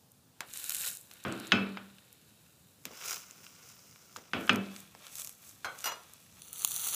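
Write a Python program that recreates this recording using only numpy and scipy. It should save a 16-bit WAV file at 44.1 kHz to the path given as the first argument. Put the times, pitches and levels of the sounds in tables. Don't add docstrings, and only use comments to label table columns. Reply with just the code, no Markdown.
import sys
import numpy as np
from scipy import signal
from scipy.fft import rfft, irfft
from scipy.io import wavfile
from scipy.ndimage import uniform_filter1d

SR = 44100
rng = np.random.default_rng(int(sys.argv[2]) if len(sys.argv) > 2 else 0)


def persist_wave(psi):
    counts = np.round(np.clip(psi, -1, 1) * 32767).astype(np.int16)
    wavfile.write(sys.argv[1], SR, np.atleast_2d(counts).T)


N = 306479
AFTER = np.arange(32768) / SR

MOVES_S = [0, 2.84, 4.3, 6.4, 7]
# freq_hz, density_db (dB per Hz)
GAPS = [
    [(290, -50), (500, -17), (803, -17.5), (1220, -14), (1430, -6.5), (1850, -11), (2040, -15),
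     (2860, -7.5), (3350, -10.5), (3900, -6.5), (4500, -11), (6200, -10), (6750, -4), (9700, -4.5),
     (15500, -7)],
    [(240, -29), (400, -5), (586, -7), (784, -8), (1360, -0.5), (1740, -7), (2880, -1.5), (3150, -7.5),
     (4450, -9), (4750, -3.5), (5560, -0.5), (7200, -5.5), (8700, -9.5), (11300, -12.5), (14500, -9.5),
     (15500, -7)],
    [(290, -59), (500, -9), (927, -11), (1220, -3), (1990, -8.5), (2330, -3.5), (4570, -6), (6360, -1),
     (15500, -4.5)],
    [(200, -20), (500, -18), (1300, -11.5), (1950, -18), (3100, -8), (4500, -9), (4900, -19), (5450, -23),
     (5900, -3), (8300, -8.5), (10200, -4), (12200, -11), (14300, -6.5), (15500, -4.5)],
]


def sizzle(crackle_db=1.0, livelier=0.13, split_hz=4500, gusts_db=0.83, gust_s=0.0068):
    steam = rng.standard_normal(N)
    bursts = crackle(spread_db=4.0, per_s=450, burst_s=0.0004)

    coarse = np.arange(0, N + 128, 128) / SR
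    upper, lower = (np.interp(np.arange(N) / SR, coarse, g) for g in hiss_levels(coarse))

    share = gain_of(crackle_db + livelier * (20 * np.log10(upper) + 47))
    share = np.minimum(share, 1.5)
    blend = (steam + share * bursts) / np.sqrt(1 + share ** 2)

    gusts = evened(smoothed(rng.standard_normal(N), gust_s))
    mixed = gain_of(gusts_db * share * gusts) * blend

    lowpass = signal.butter(4, split_hz, fs=SR, output="sos")
    out = np.zeros(N)
    for start, end, gap in zip(MOVES_S, MOVES_S[1:], GAPS):
        at = slice(round(start * SR), round(end * SR))
        raw = nearby(coloured(mixed[at], gap))
        low = signal.sosfiltfilt(lowpass, raw)
        high = raw - low
        out[at] = (upper[at] * high + lower[at] * low) / np.std(high)
    return out


# full_swell_s (full contact in a squeeze), fall_s (the lift in a squeeze), upper_hiss_db (at fall_s),
# lower_hiss_db (against the upper); a fall before the full swell overlaps the rise and peaks lower
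SWELLS = [(0.555, 0.882, -35.5, 1), (1.32, 1.4, -60, 15), (1.477, 1.44, -54, 16), (3.063, 3.129, -38, -1.5),
          (3.447, 3.447, -54, -6), (3.68, 3.7, -55, -1.5), (4.18, 4.15, -52, -19), (4.415, 4.48, -54.5, 5),
          (4.54, 4.26, -51, -6), (4.774, 4.778, -52.5, 4), (5.059, 5.076, -53.5, 8),
          (5.171, 5.216, -43, -3.5), (5.266, 5.298, -55, 1), (5.49, 5.46, -48.5, -2),
          (5.802, 5.83, -51.5, 4.5), (6.424, 6.468, -52, 2), (6.58, 6.963, -30, -1)]
# start_s, upper_hiss_db, lower_hiss_db (against the upper)
QUIET_HISS = [(0, -72.5, -24), (.42, -77, -20), (1.02, -61.5, 0), (1.4, -62, 18.5), (1.6, -65, 24),
              (1.85, -66.5, 11.5), (2.8, -67.5, 2), (2.9, -59.5, -9.5), (2.96, -53.5, 0), (3.3, -58, 0),
              (3.9, -59, -3), (4.3, -64.5, 3), (4.65, -61.5, 15.5), (5.001, -64.5, 5), (5.4, -63, 0.5),
              (6.0, -60.5, 10), (6.36, -63.5, 0.5)]
RISE_DB_PER_S, LOW_RISE_DB_PER_S, HELD_DB_PER_S = 172.5, 108, 29.5
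FALL_DB_PER_S, LOW_FALL_DB_PER_S = 178, 192.5


def hiss_levels(t):
    full, fall, top_db, low_db = np.transpose(SWELLS)[:, :, None]
    early = np.maximum(full - t, 0)
    late = np.maximum(t - fall, 0)
    held_db = top_db - HELD_DB_PER_S * np.clip(fall - t, 0, abs(fall - full))
    upper_db = held_db - RISE_DB_PER_S * early - FALL_DB_PER_S * late
    lower_db = held_db + low_db - LOW_RISE_DB_PER_S * early - LOW_FALL_DB_PER_S * late

    s, quiet_db, quiet_low_db = np.transpose(QUIET_HISS)
    quiet_upper = gain_of(np.interp(t, s, quiet_db))
    quiet_lower = gain_of(np.interp(t, s, quiet_db + quiet_low_db))
    upper_power = (gain_of(upper_db) ** 2).sum(0) + quiet_upper ** 2
    lower_power = (gain_of(lower_db) ** 2).sum(0) + quiet_lower ** 2
    return np.sqrt(upper_power), np.sqrt(lower_power)


def crackle(spread_db, per_s, burst_s, edges_hz=(5200, 10500)):
    hz = np.fft.rfftfreq(N, 1 / SR)
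    spectrum = 0
    for below, above in zip((1e-3,) + edges_hz, edges_hz + (1e6,)):
        sizes = gain_of(spread_db * np.minimum(rng.standard_exponential(N), 2.6))
        hits = sizes * (rng.random(N) < per_s / SR)
        bursts = evened(smoothed(hits, burst_s) * rng.standard_normal(N))
        band_power = 1 / (1 + (hz / above) ** 4) - 1 / (1 + (hz / below) ** 4)
        spectrum = spectrum + rfft(bursts) * np.sqrt(band_power)
    return evened(irfft(spectrum, N))


def nearby(x, echo_db=-10.5, echo_s=0.0045):
    taps = rng.standard_normal(1024) * np.exp(-AFTER[:1024] / echo_s)
    return x + gain_of(echo_db) * signal.oaconvolve(x, taps / np.linalg.norm(taps))[:len(x)]


# start_s, peak_db, centre_hz (before the colour of the gap)
SPITS = [(0.1182, -41, 11400), (0.5114, -47, 3780), (0.537, -24, 5000), (0.5732, -23.5, 7750),
         (0.642, -20, 8370), (0.695, -14.5, 9100), (0.7064, -17.5, 7900), (0.7212, -15, 8730),
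         (0.7473, -16, 8000), (0.7542, -19, 5940), (0.767, -21, 7740), (0.8175, -21, 7840),
         (0.865, -23, 9300), (0.875, -22, 8000), (0.8858, -17.5, 7900), (0.9516, -27.5, 11000),
         (0.971, -28.5, 8142), (1.012, -32, 13400), (1.137, -35, 12000), (1.2391, -30.5, 6930),
         (1.283, -39, 5000), (1.324, -27.5, 2620), (1.376, -41, 10000), (1.4, -28.5, 6000),
         (1.4703, -32.5, 3480), (1.477, -34, 10000), (1.984, -43.5, 2540), (2.1279, -36.5, 13100),
         (3.083, -23, 6870), (3.0969, -24, 3500), (3.13, -22, 3500), (3.31, -32.5, 6470),
         (3.466, -37, 2400), (4.1673, -31.5, 4200), (4.41, -32, 11000), (4.47, -32, 10500),
         (4.532, -29, 11000), (4.547, -33, 11200), (4.559, -22, 9000), (4.763, -31, 2800),
         (4.804, -31, 11400), (5.0677, -30.5, 3500), (5.1552, -21, 9720), (5.184, -27, 6340),
         (5.198, -20.5, 8090), (5.1696, -27, 9000), (5.219, -24, 6230), (5.247, -24.5, 9200),
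         (5.273, -22.5, 10000), (5.2939, -25.5, 9150), (5.493, -34, 9240), (5.789, -29, 6300),
         (5.806, -30.5, 7000), (5.821, -33, 7000), (6.136, -32, 8550), (6.4198, -31, 3966),
         (6.4848, -36, 6000), (6.5303, -22, 9900), (6.5591, -28, 8000), (6.5936, -26, 9000),
         (6.62, -19, 6000), (6.648, -4.5, 5360), (6.676, -14.5, 10700), (6.7181, -13.5, 7850),
         (6.763, -15.5, 11000), (6.779, -21, 9000), (6.82, -29, 5740), (6.843, -24.5, 11900),
         (6.87, -23.5, 10100), (6.9465, -18.5, 6000)]


def spits(width_oct=0.79, wider_oct_per_db=0.047, decay_s=0.00061, tail_db=-15.0, pop=4.0):
    out = np.zeros(N)
    t = np.arange(1024) / SR
    hz = np.fft.rfftfreq(1024, 1 / SR)
    envelope = (1 - np.exp(-t / 0.0003)) * (np.exp(-t / decay_s) + gain_of(tail_db - 60 * t / 0.011))
    for s, db, centre_hz in SPITS:
        burst = rng.standard_normal(1024)
        burst[8] += pop
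        width = width_oct + wider_oct_per_db * (db + 38.5)
        band = np.exp(-(np.log2((hz + 1) / centre_hz) / width) ** 2 / 2)
        snap = irfft(rfft(burst) * band) * envelope
        snap = coloured(snap, GAPS[np.searchsorted(MOVES_S, s) - 1])
        add(out, s, gain_of(db) * peaked(snap))
    return out


# start_s, peak_db (before the room), tilt_db (per octave), boom_db (before its swell),
# thud_db (before swell and decay), room_db (against the blow), length (factor on boom, thud, room),
# dullness (0-1)
KNOCKS = [(1.2503, -25, -2.5, -28, -36, -1, 1.38, 1.0), (1.5198, -4.5, 2.5, -16, -32, -10, 1.05, 0.05),
          (1.771, -28, -2, -63, -53.5, -12.5, 0.93, .6), (4.334, -17.5, 1, -32, -34, -6.5, 1.07, .8),
          (4.477, -30, 5, -48.5, -73.5, -25, .5, .6), (4.494, -5, 1.5, -17, -30, -12, 0.94, 0.05)]
# freq_hz, density_db (dB per Hz)
CRACK = [(60, -59.5), (200, -12.5), (600, -16.5), (1450, 1), (2000, -6.5), (2900, -4), (3900, -14.5),
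         (5600, -23.5), (8000, -35.5), (15000, -61.5)]
# freq_hz, level_db, t60_s
PANEL = [(685, -10.5, 0.033), (803, -7.5, 0.11), (1118, -9.5, 0.1), (1240, -8, 0.06), (1392, -4.5, 0.077),
         (1503, -2.5, 0.099), (1562, -5, 0.076), (1710, -11.5, 0.045), (1950, -8, 0.034),
         (2300, -7.5, 0.069), (2411, -4.5, 0.13), (2606, 3.5, 0.068), (2918, -3.5, .03), (3070, -5, 0.092),
         (3290, -2.5, 0.052), (3740, -11, 0.05), (4220, -13.5, 0.019), (5000, -7, 0.028),
         (6300, -10, 0.018)]
# freq_hz, sharp_knock_db, dull_knock_db, t60_s
BOOM = [(107, -11.5, -9, 0.27), (127, -17, -0.5, 0.28), (187, -6, -14, 0.63), (196.2, 2.5, -3.5, 0.68),
        (237.2, -3, -7, 0.54), (289.6, -6, -8, 0.47), (332.4, -24.5, 0.5, 0.96), (383.7, -10, -10.5, 0.5),
        (423.6, -8, -9.5, 0.56), (590, -14, -12, 0.55)]
DULL_TICK_DB = 6.5


def knocks():
    out = np.zeros(N)
    hz, sharp_db, dull_db, t60 = np.transpose(BOOM)
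    for s, db, tilt_db, boom_db, thud_db, room_db, length, dull in KNOCKS:
        blow = struck(PANEL, CRACK, db, tilt_db, room_db, length, tick_db=-3.5 + DULL_TICK_DB * dull,
                      tick_s=0.0026, walls_db=2.4, scatter_db=3.0, split=0.008)
        add(out, s, blow)

        modes = np.transpose([hz, sharp_db + dull * (dull_db - sharp_db), t60])
        boom = ring(modes, tilt_db=-1.5, length=length, scatter_db=0.5, split=0.0024)
        boom = gain_of(boom_db) * boom * (1 - np.exp(-AFTER / 0.016))
        add(out, s, boom + thud(thud_db, 0.53 * length))
    return out


# freq_hz, density_db (dB per Hz)
THUD = [(50, -28), (115, -5), (155, -14), (200, -2), (400, -7.5), (700, -11.5), (1500, -51)]


def thud(db, t60):
    rumble = evened(coloured(rng.standard_normal(len(AFTER)), THUD))
    return rumble * gain_of(db - 60 * AFTER / t60) * (1 - np.exp(-AFTER / 0.0054))


# start_s, peak_db (of the click), tilt_db (per octave),
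# thud_db (before swell and decay), room_db (against the click), ring_db (peak, against the click)
TOUCHES = [(0.406, -21.5, -3.5, -74, -11, -18), (1.113, -35.5, 1, -68, -6.5, -29),
           (2.854, -23, 0, -50.5, -11.5, -18), (2.909, -41.5, -9, -58, -3.5, -28),
           (4.162, -29.5, -4, -53.5, -11, -25), (4.186, -42, -8.5, -75, -12.5, -30),
           (4.95, -36.5, -6, -59, -26.5, -32)]
# freq_hz, density_db (dB per Hz)
EDGE = [(50, -49), (150, -33), (500, -10), (1400, -2.5), (3000, -3.5), (5500, -5), (7500, -8.5),
        (15000, -8.5)]
# freq_hz, level_db, t60_s
EDGE_RING = [(7320, 2, 0.051), (9200, -13, 0.033), (12000, -6, 0.051)]


def touches():
    out = np.zeros(N)
    for s, db, tilt_db, thud_db, room_db, ring_db in TOUCHES:
        click = coloured(rng.standard_normal(len(AFTER)) * np.exp(-AFTER / 0.0016), EDGE, tilt_db)
        click = gain_of(db) * peaked(click)
        room = np.linalg.norm(click) * echo(even_click(EDGE, tilt_db), 0.52, rise=0.0043)
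        zing = ring(EDGE_RING, tilt_db=0, length=1, scatter_db=3.0, split=0.004)
        zing = gain_of(db + ring_db) * zing
        add(out, s, click + zing + gain_of(room_db) * room + thud(thud_db, 0.26))
    return out


# start_s, peak_db (before the room), tilt_db (per octave), room_db (against the blow)
HANDLE_DOWN = [(5.6456, -23.5, -4.5, -4.5)]
# freq_hz, level_db, t60_s
HANDLE = [(638, -4, 0.055), (1514, 18.5, 0.024), (2085, 0.5, 0.1), (2245, -2.5, 0.11), (3233, 1.5, 0.1),
          (4120, 1, 0.24), (6300, 3, 0.2)]
# start_s, peak_db (before the room), tilt_db (per octave),
# room_db (against the blow)
CLINKS = [(5.8418, -21.5, 1, -6), (5.856, -24.5, -1.5, 3.5), (5.87, -29, 4.5, 3.5),
          (5.919, -30.5, -4.5, -7)]
# freq_hz, level_db, t60_s
BLADE = [(513, -3, 0.044), (747, -7, 0.057), (998, -6, .08), (1083, 1, 0.06), (1305, 1, 0.089),
         (1385, 1.5, 0.096), (1780, -9.5, 0.11), (2136, -5.5, 0.11), (2870, 1, 0.062), (2870, -1, 0.081),
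         (3380, -5, 0.09), (4140, -4, 0.16), (4900, -3, 0.26), (5900, 2, 0.14), (5900, 0, 0.32),
         (6740, -1, 0.14), (7220, -7, 0.3), (7540, -18, .15), (8640, -9, 0.21), (10700, -17, .1),
         (12110, 3.5, 0.055), (13400, 4, .06)]
# freq_hz, density_db (dB per Hz)
RATTLE = [(200, -33), (600, -6.5), (1400, 1), (3000, -4.5), (7000, -5.5), (15000, -8)]


def clinks():
    out = np.zeros(N)
    for s, db, tilt_db, room_db in HANDLE_DOWN:
        add(out, s, struck(HANDLE, RATTLE, db, tilt_db, room_db, 0.71, tick_db=-7.5,
                           tick_s=0.0077, walls_db=5.5, scatter_db=1.5, split=0.004))
    for s, db, tilt_db, room_db in CLINKS:
        add(out, s, struck(BLADE, RATTLE, db, tilt_db, room_db, 0.64, tick_db=-1.0,
                           tick_s=0.0052, walls_db=0.5, scatter_db=3.0, split=0.0047))
    return out


def struck(modes, contact, db, tilt_db, room_db, length, tick_db, tick_s, walls_db, scatter_db, split):
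    tick = coloured(rng.standard_normal(len(AFTER)) * np.exp(-AFTER / tick_s), contact, tilt_db)
    tick = gain_of(tick_db) * peaked(tick)
    ringing = ring(modes, tilt_db, length=0.98, scatter_db=scatter_db, split=split)
    ringing = ringing * (1 - np.exp(-AFTER / 0.00047))
    direct = ringing + tick
    around = ringing + gain_of(walls_db) * np.linalg.norm(tick) * even_click(contact, tilt_db)
    room = gain_of(room_db) * echo(around, length, rise=0.0026)
    return gain_of(db) / abs(direct).max() * (direct + room)


def ring(modes, tilt_db, length, scatter_db, split):
    hz, db, t60 = np.transpose(modes)[:, :, None]
    luck = rng.uniform(-0.8, 1, (len(modes), 1))
    apart = split * rng.uniform(0.23, 1, (len(modes), 1))
    start_db = db + tilt_db * octaves(hz) + scatter_db * luck
    envelope = gain_of(start_db - 60 * AFTER / (t60 * length))
    turn = 2 * np.pi * hz * AFTER
    pair = np.sin(turn) + 0.56 * np.sin(turn * (1 + apart))
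    return peaked((envelope * pair).sum(0))


def even_click(contact, tilt_db):
    click = coloured(1. * (AFTER == 0), contact, tilt_db)
    return click / np.linalg.norm(click)


# freq_hz, t60_s
KITCHEN = [(100, 0.54), (300, 0.69), (1000, 0.54), (2500, 0.4), (5000, 0.25), (10000, 0.16)]


def echo(x, length, rise):
    hz, t, z = signal.stft(rng.standard_normal(len(AFTER)), SR, nperseg=256)
    z = z * gain_of(-60 * t / (read(KITCHEN, hz)[:, None] * length))
    tail = signal.istft(z, SR, nperseg=256)[1] * (1 - np.exp(-AFTER / rise))
    return signal.fftconvolve(x, tail / np.linalg.norm(tail))[:len(x)]


# freq_hz, density_db (dB per Hz)
HUM = [(25, -30), (91, 3), (188, 2), (390, -9), (484, -6.5), (633, -11), (1240, -16), (2180, -21.5),
       (3100, -19), (5030, -17.5), (8630, -20), (15600, -21)]
HUM_DB = -64


def hum():
    hz, _, z = signal.stft(rng.standard_normal(N), SR, nperseg=2048)
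    patches = uniform_filter1d(rng.standard_normal(z.shape), 20, 0)
    patches = evened(uniform_filter1d(patches, 4, 1))
    z = z * gain_of(read(HUM, hz)[:, None] + 1.3 * patches)
    return gain_of(HUM_DB) * evened(signal.istft(z, SR, nperseg=2048)[1][:N])


def gain_of(db):
    return 10 ** (np.asarray(db) / 20)


def evened(x):
    return x / np.sqrt(np.mean(x ** 2) + 1e-20)


def peaked(x):
    return x / abs(x).max()


def smoothed(x, decay_s):
    return signal.lfilter([1], [1, -np.exp(-1 / (SR * decay_s))], x)


def octaves(hz):
    return np.log2(np.maximum(hz, 60) / 2000)


def read(points, hz):
    f, value = np.transpose(points)
    return np.interp(np.log(hz + 1), np.log(f + 1), value)


def coloured(x, points, tilt_db=0):
    hz = abs(np.fft.fftfreq(4096, 1 / SR))
    level_db = np.maximum(read(points, hz) + tilt_db * octaves(hz), -100)
    log_gain = np.log(gain_of(level_db))
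    phase = -signal.hilbert(log_gain).imag
    taps = np.fft.ifft(np.exp(log_gain + 1j * phase)).real[:2048]
    return signal.oaconvolve(x, taps)[:len(x)]


def add(mix, s, sound):
    part = mix[round(s * SR):][:len(sound)]
    part += sound[:len(part)]


def scene():
    return (sizzle() + spits() + knocks() + touches() + clinks() + hum())[None]


def record(dry):
    thin = signal.sosfilt(signal.butter(2, 50, "high", fs=SR, output="sos"), dry)
    band_limit = signal.firwin(801, 15480, window=("kaiser", 11), fs=SR)
    return signal.oaconvolve(thin, band_limit[None], "same")


dry = scene()
out = record(dry)
persist_wave(out)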